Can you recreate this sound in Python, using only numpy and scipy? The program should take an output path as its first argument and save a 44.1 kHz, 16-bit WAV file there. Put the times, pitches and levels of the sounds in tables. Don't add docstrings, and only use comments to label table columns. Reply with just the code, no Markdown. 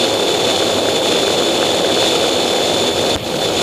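import sys
import numpy as np
from scipy import signal
from scipy.fft import rfft, irfft
from scipy.io import wavfile
from scipy.ndimage import uniform_filter1d

SR = 44100
rng = np.random.default_rng(int(sys.argv[2]) if len(sys.argv) > 2 else 0)


def transcribe(signal):
    frames = np.atleast_2d(signal).T
    limited = np.clip(frames, -1, 1)
    pcm = np.round(limited * 32767).astype(np.int16)
    wavfile.write(sys.argv[1], SR, pcm)


N = 159642
T = np.arange(N) / SR
HZ = np.fft.rfftfreq(N, 1 / SR)


def amp(db):
    return 10 ** (np.asarray(db) / 20)


def unit(x):
    return x / np.sqrt(np.mean(x ** 2) + 1e-20)


def curve(rows, axis=1):
    rows = np.array(rows)
    return amp(np.interp(T, rows[:, 0], rows[:, axis]))


def noise(gain):
    phase = 2 * np.pi * rng.random(len(HZ))
    return unit(irfft(gain * np.exp(1j * phase), N))


def colour(points):
    hz, db = np.transpose(points)
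    return amp(np.interp(np.log(HZ + 1), np.log(hz), db))


def drift(rate_hz):
    slow_cut = HZ / (HZ + 2)
    fast_cut = 1 / np.sqrt(1 + (HZ / rate_hz) ** 2) / (1 + (HZ / rate_hz / 10) ** 2)
    return noise(slow_cut * fast_cut)


def above(x, hz):
    return irfft(rfft(x) * (1 - np.exp(-(HZ / hz) ** 6)), N)


def resonances(rows):
    bands = []
    for hz, width, db in rows:
        bands.append(amp(db) * noise(1 / (1 + ((HZ - hz) / width) ** 2)))
    return sum(bands)


# f/Hz, relative level/dB per Hz
ROAR_SPECTRUM = [(25, -46), (50, -31), (72, -26.5), (97, -13.5), (130, -15.5), (165, -9), (210, -9.5),
                 (290, -6), (420, -0.5), (530, 0), (580, -2.5), (700, -3.5), (860, -9.5), (1000, -16.5),
                 (1500, -26.5), (2500, -39)]
# f/Hz, half-width at half amplitude/Hz, rms level/dB before steadying
CABIN_MODES = [(100.8, 10.3, -43.5), (244.7, 9.1, -36), (335, 19, -30.5), (400, 18, -31), (491, 15, -30),
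               (538.3, 16, -30.5)]
# t/s, roar level/dB, rush level/dB, whine level/dB
LAUNCH_LEVELS = [(2.6, 2, -0.5, 0), (2.87, 2.7, 1, 2.5), (2.92, -1, -3.5, 0.5), (3.03, 2, -1, -1.5),
                 (3.15, 1, 0, 3.2), (3.175, -9.5, -9, -23), (3.22, -9, -7.5, -14),
                 (3.255, -3.5, -6.5, -5.5), (3.35, -1, -4.5, -13), (3.45, 1.5, -1, 1.5),
                 (3.51, 0.5, -3.5, -8), (3.6, 0, 2, 0)]
ROAR_DB = -20.5
STEADY_SHARE, STEADY_S = 0.37, 0.026
CREST_GAIN, CRACKLE_HZ, CRACKLE_TOP_HZ = 0.17, 1040, 2340


def exhaust():
    roar = amp(ROAR_DB) * noise(colour(ROAR_SPECTRUM)) + resonances(CABIN_MODES)
    power = irfft(rfft(unit(roar) ** 2) * np.exp(-(HZ * STEADY_S) ** 2), N)
    roar = roar / (abs(power) + 1e-6) ** (STEADY_SHARE / 2)
    crests = roar * unit(roar) ** 2
    treble_cut = 1 / (1 + (HZ / CRACKLE_TOP_HZ) ** 4)
    crackle = irfft(rfft(above(crests, CRACKLE_HZ)) * treble_cut, N)
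    return (roar + CREST_GAIN * crackle) * curve(LAUNCH_LEVELS, axis=1)


FLUTTER_DB, FLUTTER_HZ = 1.09, 39
SAGS_PER_S, SAG_DB, SAG_RETURN_S = 20, 3, 0.01


def flutter():
    starts = 1. * (rng.random(N) < SAGS_PER_S / SR)
    sags = signal.lfilter([1], [1, -np.exp(-1 / (SAG_RETURN_S * SR))], starts)
    sags = uniform_filter1d(sags - sags.mean(), size=60)
    return amp(FLUTTER_DB * drift(FLUTTER_HZ) - SAG_DB * sags)


# multiple of the fundamental, rms level/dB before modulation
WHINE_HARMONICS = [(1, -26.5), (2, -40.5), (3, -55), (4, -66)]
# f/Hz, relative level/dB per Hz
RUSH_SPECTRUM = [(500, -17.5), (1200, -8.5), (1600, -13.5), (2100, -7), (2600, -2), (2830, -5),
                 (2950, -2.5), (3170, -2), (3480, 3.1), (3850, -2), (4150, -2.5), (4400, -0.5),
                 (4650, -12.5), (4900, -8.5), (5800, -14.5), (6900, -9), (7250, -14), (9000, -19),
                 (11000, -23), (12800, -30), (15000, -67)]
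# f/Hz, half-width at half amplitude/Hz, rms level/dB before modulation
TURBINE_TONES = [(2999, 24, -37.5), (3520, 8, -68), (4403, 38, -44), (6980, 12, -49), (7430, 18, -55),
                 (8700, 12, -57), (9172, 15, -70)]
# t/s, relative level/dB
TREBLE_UNEVENNESS = [(0, 1), (.15, -1.5), (.28, 0), (.42, -1), (.53, 0.5), (.83, -1.3), (.94, 0),
                     (1.02, -2), (1.1, 1.8), (1.24, 0), (1.9, -0.43), (2.04, 2.5), (2.24, 0.3),
                     (2.34, -0.1), (2.45, -0.5), (2.56, 0), (2.77, -1.5), (2.86, -0.5)]
WHINE_HZ, WANDER_HZ, SHIMMER_DB = 3519.8, 1, 0.15
RUSH_DB = -22


def compressor():
    turns = np.cumsum(WHINE_HZ + WANDER_HZ * drift(rate_hz=9)) / SR
    harmonics = []
    for multiple, db in WHINE_HARMONICS:
        shimmer = SHIMMER_DB * drift(rate_hz=3.3)
        tone = unit(np.sin(2 * np.pi * round(multiple) * turns))
        harmonics.append(amp(db + shimmer) * tone)
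    whine = sum(harmonics) * curve(LAUNCH_LEVELS, axis=3)
    air = amp(RUSH_DB) * noise(colour(RUSH_SPECTRUM)) + resonances(TURBINE_TONES)
    air = air * curve(LAUNCH_LEVELS, axis=2)
    unevenness = np.where(T < TREBLE_UNEVENNESS[-1][0], curve(TREBLE_UNEVENNESS), 1)
    return (air + whine) * unevenness * flutter()


# t/s, relative level/dB
DULLING = [(3.15, 3), (3.18, -2), (3.225, -8), (3.25, 3)]
DULL_HZ = 4600


def dulled(treble):
    return treble + (curve(DULLING) - 1) * above(treble, DULL_HZ)


# t/s, deep rumble rms level/dB, higher boom rms level/dB
SHUDDER_LEVELS = [(2.84, -52, -58), (2.92, -30, -48), (3.01, -39, -36), (3.12, -40, -33), (3.175, -34, -33),
                  (3.25, -32, -31), (3.36, -45, -26.5), (3.43, -36, -32), (3.5, -40, -40.5),
                  (3.62, -37, -27)]
# f/Hz, relative level/dB per Hz
RUMBLE_SPECTRUM = [(20, -25), (50, -9), (90, 10), (135, 1), (250, -27.5)]
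# f/Hz, relative level/dB per Hz
BOOM_SPECTRUM = [(80, -21), (150, -1.5), (250, -4), (330, -9), (700, -37)]


def airframe():
    rumble = curve(SHUDDER_LEVELS, axis=1) * noise(colour(RUMBLE_SPECTRUM))
    boom = curve(SHUDDER_LEVELS, axis=2) * noise(colour(BOOM_SPECTRUM))
    return rumble + boom


# t/s, signed peak amplitude, rise time constant/s, decay time constant/s
JOLT_CRACKS = [(3.1578, .65, .00025, .00015), (3.1624, -.92, .00002, .00028), (3.1679, .33, .0004, .0003)]


def jolt():
    cracks = []
    for start, peak, rise, decay in JOLT_CRACKS:
        cracks.append(peak * np.exp(-np.maximum((start - T) / rise, (T - start) / decay)))
    return sum(cracks)


CHOKE_START_S, CHOKE_END_S, CHOKE_DB = 3.158, 3.17, -19


def choke():
    choked = 1. * ((T > CHOKE_START_S) & (T < CHOKE_END_S))
    return amp(CHOKE_DB * uniform_filter1d(choked, size=40))


def scene():
    cockpit = exhaust() + dulled(compressor()) + airframe()
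    return (cockpit * choke() + jolt())[None]


EDGE_HZ = 15000


def record(dry):
    low_pass = signal.firwin(511, EDGE_HZ, window=("kaiser", 9), fs=SR)
    return signal.oaconvolve(dry, low_pass[None], "same")


dry = scene()
out = record(dry)
transcribe(out)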